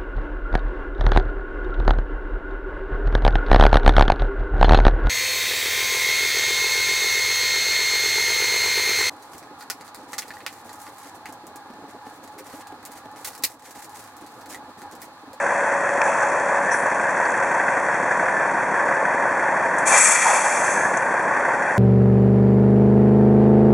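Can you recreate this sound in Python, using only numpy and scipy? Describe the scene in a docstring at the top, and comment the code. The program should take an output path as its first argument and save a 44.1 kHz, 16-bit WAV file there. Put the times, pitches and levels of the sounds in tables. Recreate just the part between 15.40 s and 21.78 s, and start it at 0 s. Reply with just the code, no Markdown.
"""A semi truck's air brakes let out a loud, fading hiss as compressed air rushes through their valves.
Before that, the truck rolls to a stop on a snowy farmyard, its tyres crunching on packed snow.
Its six-cylinder diesel idles throughout, knocking and droning as the cylinders fire in turn.
Steel grain bins echo a little, and automatic gain control turns everything down under the blast."""
import sys
import numpy as np
from scipy import signal
from scipy.fft import rfft, irfft, next_fast_len
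from scipy.io import wavfile
from scipy.ndimage import uniform_filter1d, minimum_filter1d

SR = 44100
rng = np.random.default_rng(int(sys.argv[2]) if len(sys.argv) > 2 else 0)


def master_out(mix):
    """Clip the mix to full scale and print it as 16-bit PCM to the path in sys.argv[1]."""
    frames = np.transpose(np.atleast_2d(mix))
    ceiling = np.clip(frames, -1, 1)
    pcm = np.round(ceiling * 32767).astype(np.int16)
    wavfile.write(sys.argv[1], SR, pcm)


N = 281358
PADDED = next_fast_len(N + SR // 8, real=True)
T, HZ = np.arange(N) / SR, np.fft.rfftfreq(PADDED, 1 / SR)
TREBLE_LEFT_DB = 6.2  # hissy sounds are this much louder on the left


def gain_of(db):
    """Decibels to amplitude."""
    return 10 ** (np.asarray(db) / 20)

def evened(x):
    """Scales a sound to an average (rms) level of 1."""
    return x / np.sqrt(np.mean(x ** 2) + 1e-20)

def curve(points):
    """Joins (Hz, value) points into a value for every frequency."""
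    hz, value = np.transpose(points)
    return np.interp(np.log(HZ + 1), np.log(hz + 1), value)

def filtered(x, gain):
    """Applies a gain for each frequency."""
    return irfft(rfft(x, PADDED) * gain, PADDED)[..., :N]

def coloured(x, spectrum, modes=()):
    """Gives a sound a broad tone colour and ringing peaks, at level 1."""
    lift_db = sum(db / (1 + (2 * (HZ - hz) / width) ** 2) for hz, width, db in modes)
    return evened(filtered(x, gain_of(curve(spectrum) + lift_db)))

def band(x, hz, width):
    """Keeps the part of a short sound near one frequency, at level 1."""
    f = np.fft.rfftfreq(x.shape[-1], 1 / SR) + 1
    return evened(irfft(rfft(x) / (1 + ((f - hz ** 2 / f) / width) ** 2), x.shape[-1]))

def wander(hz):
    """A random drift of size 1, up to the given rate."""
    return evened(np.interp(2 * hz * T, np.arange(4096), rng.standard_normal(4096)))

def tone(turns, db):
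    """A pure tone with one wave per turn."""
    return gain_of(db) * np.sqrt(2) * np.sin(2 * np.pi * (turns + rng.random()))

def leftward(db):
    """Two channel gains that make the left louder by db."""
    return gain_of(np.array([[db], [-db]]) / 2)

def add(mix, start, sound):
    """Mixes a sound in at a start time in seconds."""
    part = mix[:, round(start * SR):][:, :sound.shape[-1]]
    part += sound[..., :part.shape[-1]]

# How alike left and right are. Each row: frequency in Hz, likeness from 0 to 1.
STEREO_LIKENESS = [(30, .6), (70, .85), (200, .98), (1200, .995), (2500, .985), (5500, .87), (11000, .83)]
def air():
    """Stereo white noise, most alike on both sides in the middle frequencies."""
    same = curve(STEREO_LIKENESS)
    mid, side = filtered(rng.standard_normal((2, N)), np.sqrt([(1 + same) / 2, (1 - same) / 2]))
    return np.array([mid + side, mid - side])

def road_speed(halt_s=3.2):
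    """Share of the starting speed: the braking grows firmer until the halt."""
    return np.maximum(1 - (T / halt_s) ** 2, 0)

def nearness_db(start_m_per_s=2.85, parked_m=13.4):
    """The truck gets louder as it nears, reaching 0 dB where it stops."""
    rolled_m = np.cumsum(start_m_per_s * road_speed()) / SR
    return 20 * np.log10(parked_m / (parked_m + rolled_m[-1] - rolled_m))

def yard_echoes(x, fade_s=0.45, per_s=2000):
    """Sound bounces off the trailer and grain bins, differently on each side."""
    t = T[:SR // 2]
    echoes = rng.standard_normal((2, len(t))) * (rng.random((2, len(t))) < per_s / SR)
    echoes *= (t > .004) * gain_of(-60 * t / fade_s)
    echoes /= np.linalg.norm(echoes, axis=1, keepdims=True)
    return signal.fftconvolve(x, echoes, axes=1)[:, :N]

# Small clicks. Each row: start in seconds, level in dB, centre in Hz, width in Hz,
# seconds to fade by 60 dB.
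CLICK_EVENTS = [(0.6166, -6, 1700, 1400, 0.012), (0.6164, -17, 3700, 3400, 0.015),
                (.6385, -31, 6500, 2500, .02), (.6555, -33, 6200, 5500, 0.023),
                (.7403, -27, 7300, 3500, 0.016), (.8311, -34, 5000, 3500, .03),
                (1.852, -32, 4700, 1500, 0.054), (1.881, -31, 7200, 2550, .025),
                (1.903, -32, 7000, 2500, .025), (1.976, -29, 7000, 3500, .02),
                (2.035, -33, 7000, 3500, .02), (2.544, -35, 7000, 3500, .025),
                (4.384, -25, 8600, 5000, 0.065), (5.572, -23, 6900, 1800, 0.036)]
def clicks(rise_s=.0008):
    """Valves, chassis and ice give sharp ticks that die at once."""
    out, t = np.zeros((2, N)), T[:SR // 2]
    for start, db, hz, width, fade_s in CLICK_EVENTS:
        snap = np.minimum(t / rise_s, 1) * gain_of(db - 60 * t / fade_s)
        add(out, start, snap * band(rng.standard_normal(len(t)), hz, width))
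    return out * leftward(TREBLE_LEFT_DB)

# Spits of air. Each row: start and length in seconds, level in dB, centre and width in Hz, sputter in dB.
AIR_SPITS = [(0.634, 0.11, -36.5, 7300, 4500, 1), (0.657, 0.13, -33.5, 2700, 700, 5),
             (0.766, 0.14, -39, 6560, 3500, 3.5), (1.309, 0.045, -32, 5730, 700, 1),
             (1.316, 0.12, -33.5, 9300, 2500, -1), (4.388, .09, -43, 8000, 4000, 0)]
def spits(rise_s=0.0041, sputter_hz=164):
    """Small escapes of air swell quickly, sputter and fade."""
    out, noise, t = np.zeros((2, N)), air(), T[:SR // 2]
    for start, length, db, hz, width, sputter_db in AIR_SPITS:
        swell = (1 - np.exp(-t / rise_s)) * np.exp(-(t / length) ** 2)
        sputter = evened(gain_of(sputter_db * wander(sputter_hz)[:len(t)]))
        hiss = band(noise[:, round(start * SR):][:, :len(t)], hz, width)
        add(out, start, gain_of(db) * swell * sputter * hiss)
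    return out * leftward(TREBLE_LEFT_DB)

# The tone colour of packed snow. Each row: frequency in Hz, relative level in dB.
SNOW_COLOUR = [(1000, -20), (2600, 12.5), (4500, 0.5), (6400, 4), (8000, 5), (10000, 1), (11500, -7)]
def tyres(cracks_per_s=900, hiss=0.17):
    """Snow cracks and hisses under the tyres, more quietly as they slow."""
    cracks = (rng.random(N) < cracks_per_s / SR) * gain_of(2 * np.minimum(rng.exponential(1, N), 4))
    crunch = coloured((cracks + hiss) * air(), SNOW_COLOUR)
    return gain_of(-39.5) * road_speed() ** 0.36 * crunch * leftward(TREBLE_LEFT_DB)

# The tone colour under the truck. Each row: frequency in Hz, relative level in dB.
UNDERSIDE_COLOUR = [(30, -85), (100, -46), (400, -17), (580, -1.5), (900, 4), (1200, -3), (1600, -10.5),
                    (3000, -32)]
def driveline(turns, teeth=48, clutch_s=1.23, fade_db_per_s=75):
    """Shafts rumble and gears whine until the clutch opens."""
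    fade_db = fade_db_per_s * np.maximum(T - clutch_s, 0)
    rumble = gain_of(-40 - fade_db) * coloured(air(), UNDERSIDE_COLOUR)
    whine = tone(teeth * turns, -32 - fade_db + .3 * wander(hz=2.9))
    return (rumble + whine) * leftward(db=1)

def burst(start, rise, hold, sag_db_per_s, fade_db_per_s):
    """A loudness shape that rises, sags while it holds, then fades faster."""
    age = T - start
    fall_db = sag_db_per_s * np.maximum(age - rise, 0) + fade_db_per_s * np.maximum(age - rise - hold, 0)
    return np.clip(age / rise, 0, 1) * gain_of(-fall_db)

# Roars and clunks. Each row: start, rise and hold in seconds, level in dB, extra fade in dB a second.
ROARS_AND_CLUNKS = [(0.418, 0.26, 0.21, -24.5, 38), (1.125, 0.025, 0.023, -30, 200),
                    (4.489, 0.064, 0.015, -15, 400), (4.653, 0.025, 0.1, -24.5, 40),
                    (4.84, 0.022, 0.064, -16, 36), (5.16, 0.028, 0.023, -29, 112)]
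def chassis(sag_db_per_s=7.5):
    """Low roars and clunks swell under the truck as it slows and as the air escapes."""
    swell = sum(gain_of(db) * burst(start, rise, hold, sag_db_per_s, fade)
                for start, rise, hold, db, fade in ROARS_AND_CLUNKS)
    return swell * coloured(air(), UNDERSIDE_COLOUR) * leftward(db=-0.1)

# The idle speed. Each row: time in seconds, turns a minute.
IDLE_SPEED = [(0, 704.3), (1.1, 704.6), (1.5, 701.6), (2.3, 700.8), (6.4, 700.5)]
def crank():
    """Counts the crankshaft's turns; the speed governor lets them waver slightly."""
    per_minute = np.interp(T, *np.transpose(IDLE_SPEED))
    return np.cumsum(per_minute) / SR / 60 + 0.00057 * wander(hz=4)

def blows(cycles, cylinder_db, delay, rise, decay, scatter_db=2.5):
    """Each cylinder strikes once a cycle; times are shares of the gap between firings."""
    number, age = np.divmod(cycles * len(cylinder_db) - delay, 1)
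    number = number.astype(int)
    size_db = cylinder_db[number % len(cylinder_db)] + scatter_db * rng.standard_normal(256)[number]
    return gain_of(size_db) * (1 - np.exp(-age / rise)) * np.exp(-age / decay)

def rattle(cycles, repeat):
    """Noise from parts that strike partly alike in every engine cycle, partly at random."""
    pattern = rng.standard_normal(7560)
    repeating = pattern[(cycles % 1 * len(pattern)).astype(int)]
    return np.sqrt(repeat) * repeating + np.sqrt(1 - repeat) * air()

# The tone colour of fan and belts. Each row: frequency in Hz, relative level in dB.
FAN_COLOUR = [(1000, -33), (2500, -8.5), (4500, 3.5), (6400, 0.5), (8000, 1), (10000, 1), (11500, -55.5)]
def fan_and_belts(cycles, clack_db):
    """Fan and belts fizz faintly, pulsing with each firing."""
    puffs = .75 + blows(cycles, clack_db / 2, delay=.15, rise=.3, decay=.45)
    return gain_of(-43.5) * coloured(air() * puffs, FAN_COLOUR) * leftward(TREBLE_LEFT_DB)

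# The drone's tones. Each entry: waves per crank turn, and in the second list its base level in dB.
DRONE_MULTIPLES = [6, 9, 11, 13, 15, 18, 23.5, 25, 31, 33, 60, 70.5, 80, 92, 136, 149, 160]
DRONE_DB = [-60, -66, -58.5, -61, -55, -52.5, -52.5, -53, -48.5, -53.5, -43, -41, -36.5, -43.5, -40.5, -38,
            -44]
def drone(turns, near_db):
    """Gears and pipes sing; higher tones waver more in pitch and level."""
    tones = sum(tone(k * (turns + .0022 * wander(hz=11)), db + .35 * np.sqrt(k) * wander(hz=5))
                for k, db in zip(DRONE_MULTIPLES, DRONE_DB))
    return tones * gain_of(near_db - near_db.mean()) * leftward(db=1.2)

# The tone colour of the exhaust. Each row: frequency in Hz, relative level in dB.
EXHAUST_COLOUR = [(20, -55), (40, -43), (90, -20), (125, -8.5), (190, -2), (240, -1), (300, -0.3),
                  (380, 0.5), (520, -1), (800, -1), (2000, -57)]
def exhaust(cycles, thump_db, near_db):
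    """Each firing sends a thump of gas down the pipe."""
    thumps = blows(cycles, thump_db, delay=0.19, rise=0.15, decay=0.36, scatter_db=0.5)
    gas = rattle(cycles, repeat=0.55) * (0.94 + thumps)
    return gain_of(-34 + near_db) * coloured(gas, EXHAUST_COLOUR)

# The tone colour of the engine block. Each row: frequency in Hz, relative level in dB.
BLOCK_COLOUR = [(150, -54), (400, -17), (520, -1), (700, -1), (1020, -3.5), (1170, -3.5), (1340, -15),
                (1600, -7.5), (3000, -34.5)]
# Where the engine's metal rings. Each row: frequency in Hz, width in Hz, boost in dB.
METAL_RINGS = [(557, 30, 4), (876, 12, 7.5), (976, 91, 7), (1105, 35, 2), (1600, 52, -0.5), (1694, 12, 4.5),
               (2382, 40, 6.5)]
def block(cycles, knock_db, near_db):
    """Each firing knocks the engine block and makes it ring."""
    knocks = blows(cycles, knock_db, delay=.34, rise=.05, decay=.17)
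    shaking = rattle(cycles, repeat=.42) * (.75 + knocks) * gain_of(.6 * wander(hz=12))
    return gain_of(-24 + 0.22 * near_db) * coloured(shaking, BLOCK_COLOUR, METAL_RINGS)

def lope(cycles, rolling_db=1.85, parked_db=2, peak_share=.74):
    """The clatter swells once a cycle, a little more once the brakes are set."""
    depth_db = np.where(T < BRAKE_VENTS[0][0], rolling_db, parked_db)
    return gain_of(depth_db * np.cos(2 * np.pi * (cycles - peak_share)))

def gear_snaps(per_s=90):
    """Loose gear teeth snap at random moments."""
    return evened((rng.random(N) < per_s / SR) * rng.choice([-1, 1], N))

# The tone colour of the cylinder head. Each row: frequency in Hz, relative level in dB.
HEAD_COLOUR = [(500, -40.5), (1100, -17), (1340, -6.5), (1550, 0.5), (1850, -1.5), (2150, -9),
               (2550, -18.5), (3000, -17.5), (4500, -28), (9000, -41)]
def head(cycles, clack_db, slap_db, near_db):
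    """Fuel injectors clack and valves slap in the top of the engine."""
    clacks = blows(cycles, clack_db, delay=.19, rise=.1, decay=.19)
    slaps = blows(cycles, slap_db, delay=.63, rise=.1, decay=.19)
    clatter = evened(rattle(cycles, repeat=.35) * (.5 + clacks + slaps) * lope(cycles))
    clatter = clatter + .08 * gear_snaps()
    return gain_of(-25 + 0.24 * near_db) * coloured(clatter, HEAD_COLOUR, METAL_RINGS)

# The six cylinders in firing order. Each row: block knock, injector clack, valve slap and
# exhaust thump, all as relative levels in dB.
CYLINDER_BLOWS = [(-4, -3, 2, -22), (0, 1, 0, 5), (-10, 5.5, -5, 11), (3.5, -6, -1, 5), (-1.5, -5, -6, -24),
                  (-4.5, 3, -1.5, 10.5)]
def engine(turns):
    """A four-stroke diesel: every cylinder fires once in two turns of the crank."""
    cycles, near_db = turns / 2, nearness_db()
    knock_db, clack_db, slap_db, thump_db = np.transpose(CYLINDER_BLOWS)
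    metal = block(cycles, knock_db, near_db) + head(cycles, clack_db, slap_db, near_db)
    return (metal * leftward(db=0.5) + exhaust(cycles, thump_db, near_db)
            + fan_and_belts(cycles, clack_db) + drone(turns, near_db))

# Whistles at full flow and as the pressure fades. Each row: start and length in seconds,
# pitch, dip and tremble in Hz, level in dB.
VALVE_WHISTLES = [(4.6, 0.032, 7980, 278, 36, -7.5), (4.635, 0.031, 8100, 96, 35, -10),
                  (5.048, 0.49, 6385, 9.7, 110, -38)]
def whistle(start, length, hz, dip_hz, tremble_hz, db):
    """Air whistles over a valve's lip; the pitch trembles, and dips as the sound swells."""
    arch = np.sin(np.pi * np.clip((T - start) / length, 0, 1))
    pitch = hz - dip_hz * arch + tremble_hz * wander(hz=246.5)
    return arch * tone(np.cumsum(pitch) / SR, db) * leftward(TREBLE_LEFT_DB)

# The tone colours of the thin jet and the hollow rush. 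Each row: frequency in Hz, relative level in dB.
JET_COLOUR = [(1000, -50), (3000, -27), (5000, -10.5), (6400, -3.5), (7800, -0.5), (9000, 0), (10000, -0.5),
              (11500, -4.5)]
RUSH_COLOUR = [(300, -31), (900, 2.5), (1400, 5), (1900, 7), (2400, 3), (3200, 3), (5000, -0.5), (9000, -9)]
# Where the valve body rings. Each row: frequency in Hz, width in Hz, boost in dB.
VALVE_RINGS = [(1240, 49, 3), (1900, 320, 2.6), (2354, 66, 11.4), (2780, 110, 4), (6460, 110, 3),
               (7250, 110, 2.6), (7940, 70, 3), (7730, 78, 4.2), (8700, 66, 1.8)]
# Valves letting air out. Each row: start, rise and time held open in seconds, jet and rush levels in dB,
# sag in dB a second (below zero it grows), extra fade once shut in dB a second.
BRAKE_VENTS = [(4.451, 0.028, 0.865, -15, -20.5, 16, 42), (4.488, 0.085, 0.3, -13, -11.5, 6.5, 33.5),
               (4.574, 0.006, 0.14, -8, -25.5, -7, 258)]
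def air_brakes():
    """Compressed air dumps through the valves: a fluttering jet over a hollow rush."""
    flows = np.array([burst(start, rise, hold, sag, fade)
                      for start, rise, hold, _, _, sag, fade in BRAKE_VENTS])
    jet_db, rush_db = np.transpose(BRAKE_VENTS)[3:5]
    # the valves' noises add up by power
    jet = np.sqrt(gain_of(jet_db) ** 2 @ flows ** 2) * coloured(air(), JET_COLOUR, VALVE_RINGS)
    rush = np.sqrt(gain_of(rush_db) ** 2 @ flows ** 2) * coloured(air(), RUSH_COLOUR, VALVE_RINGS)
    flutter = gain_of(0.9 * wander(hz=71.4))
    return flutter * (jet * leftward(TREBLE_LEFT_DB) + rush * leftward(db=0.5))

def scene():
    """The truck and its echoes."""
    turns = crank()
    truck = clicks() + spits() + tyres() + driveline(turns) + chassis() + engine(turns)
    truck += sum(whistle(*row) for row in VALVE_WHISTLES) + air_brakes()
    return truck + gain_of(-18.5) * yard_echoes(truck)

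# The microphone's tone colour. Each row: frequency in Hz, gain in dB.
MIC_COLOUR = [(1000, 1.5), (2300, 2.5), (2600, 7.5), (2800, -3), (3250, 4), (3600, -2.5), (4700, 0.5),
              (5040, -0.5), (5350, 2), (6400, 1.5), (10300, -6.5), (11000, -10.5), (11600, -22.5)]
# Gaps in what the microphone hears. Each entry: centre in Hz.
MIC_NOTCHES = [3005, 4010, 5035]
def record(dry, threshold_db=-12.0, hold_s=0.22, recovery_db_per_s=17, notch_width_hz=1400, top_hz=11650):
    """The microphone colours the sound; gain control turns loud moments down, holds, then recovers."""
    notches = np.prod([abs(HZ - hz) / np.hypot(HZ - hz, notch_width_hz / 2) for hz in MIC_NOTCHES], axis=0)
    x = filtered(dry, gain_of(curve(MIC_COLOUR)) * notches)
    power_db = 10 * np.log10(abs(uniform_filter1d((x ** 2).mean(0), size=900)) + 1e-12)
    hold = round(hold_s * SR)
    held_db = -minimum_filter1d(-power_db, hold, origin=(hold - 1) // 2)
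    recovery_db = T * recovery_db_per_s
    tracked_db = np.maximum.accumulate(held_db + recovery_db) - recovery_db
    cut_db = np.maximum(tracked_db - threshold_db, 0)
    x = x / gain_of(uniform_filter1d(cut_db, size=200))
    x = x / (1 + (x / .88) ** 8) ** (1 / 8)  # rounds off the tallest peaks
    low_pass = signal.firwin(511, top_hz, window=("kaiser", 9), fs=SR)
    return signal.oaconvolve(x, low_pass[None], "same")


dry = scene()
out = record(dry)
master_out(out)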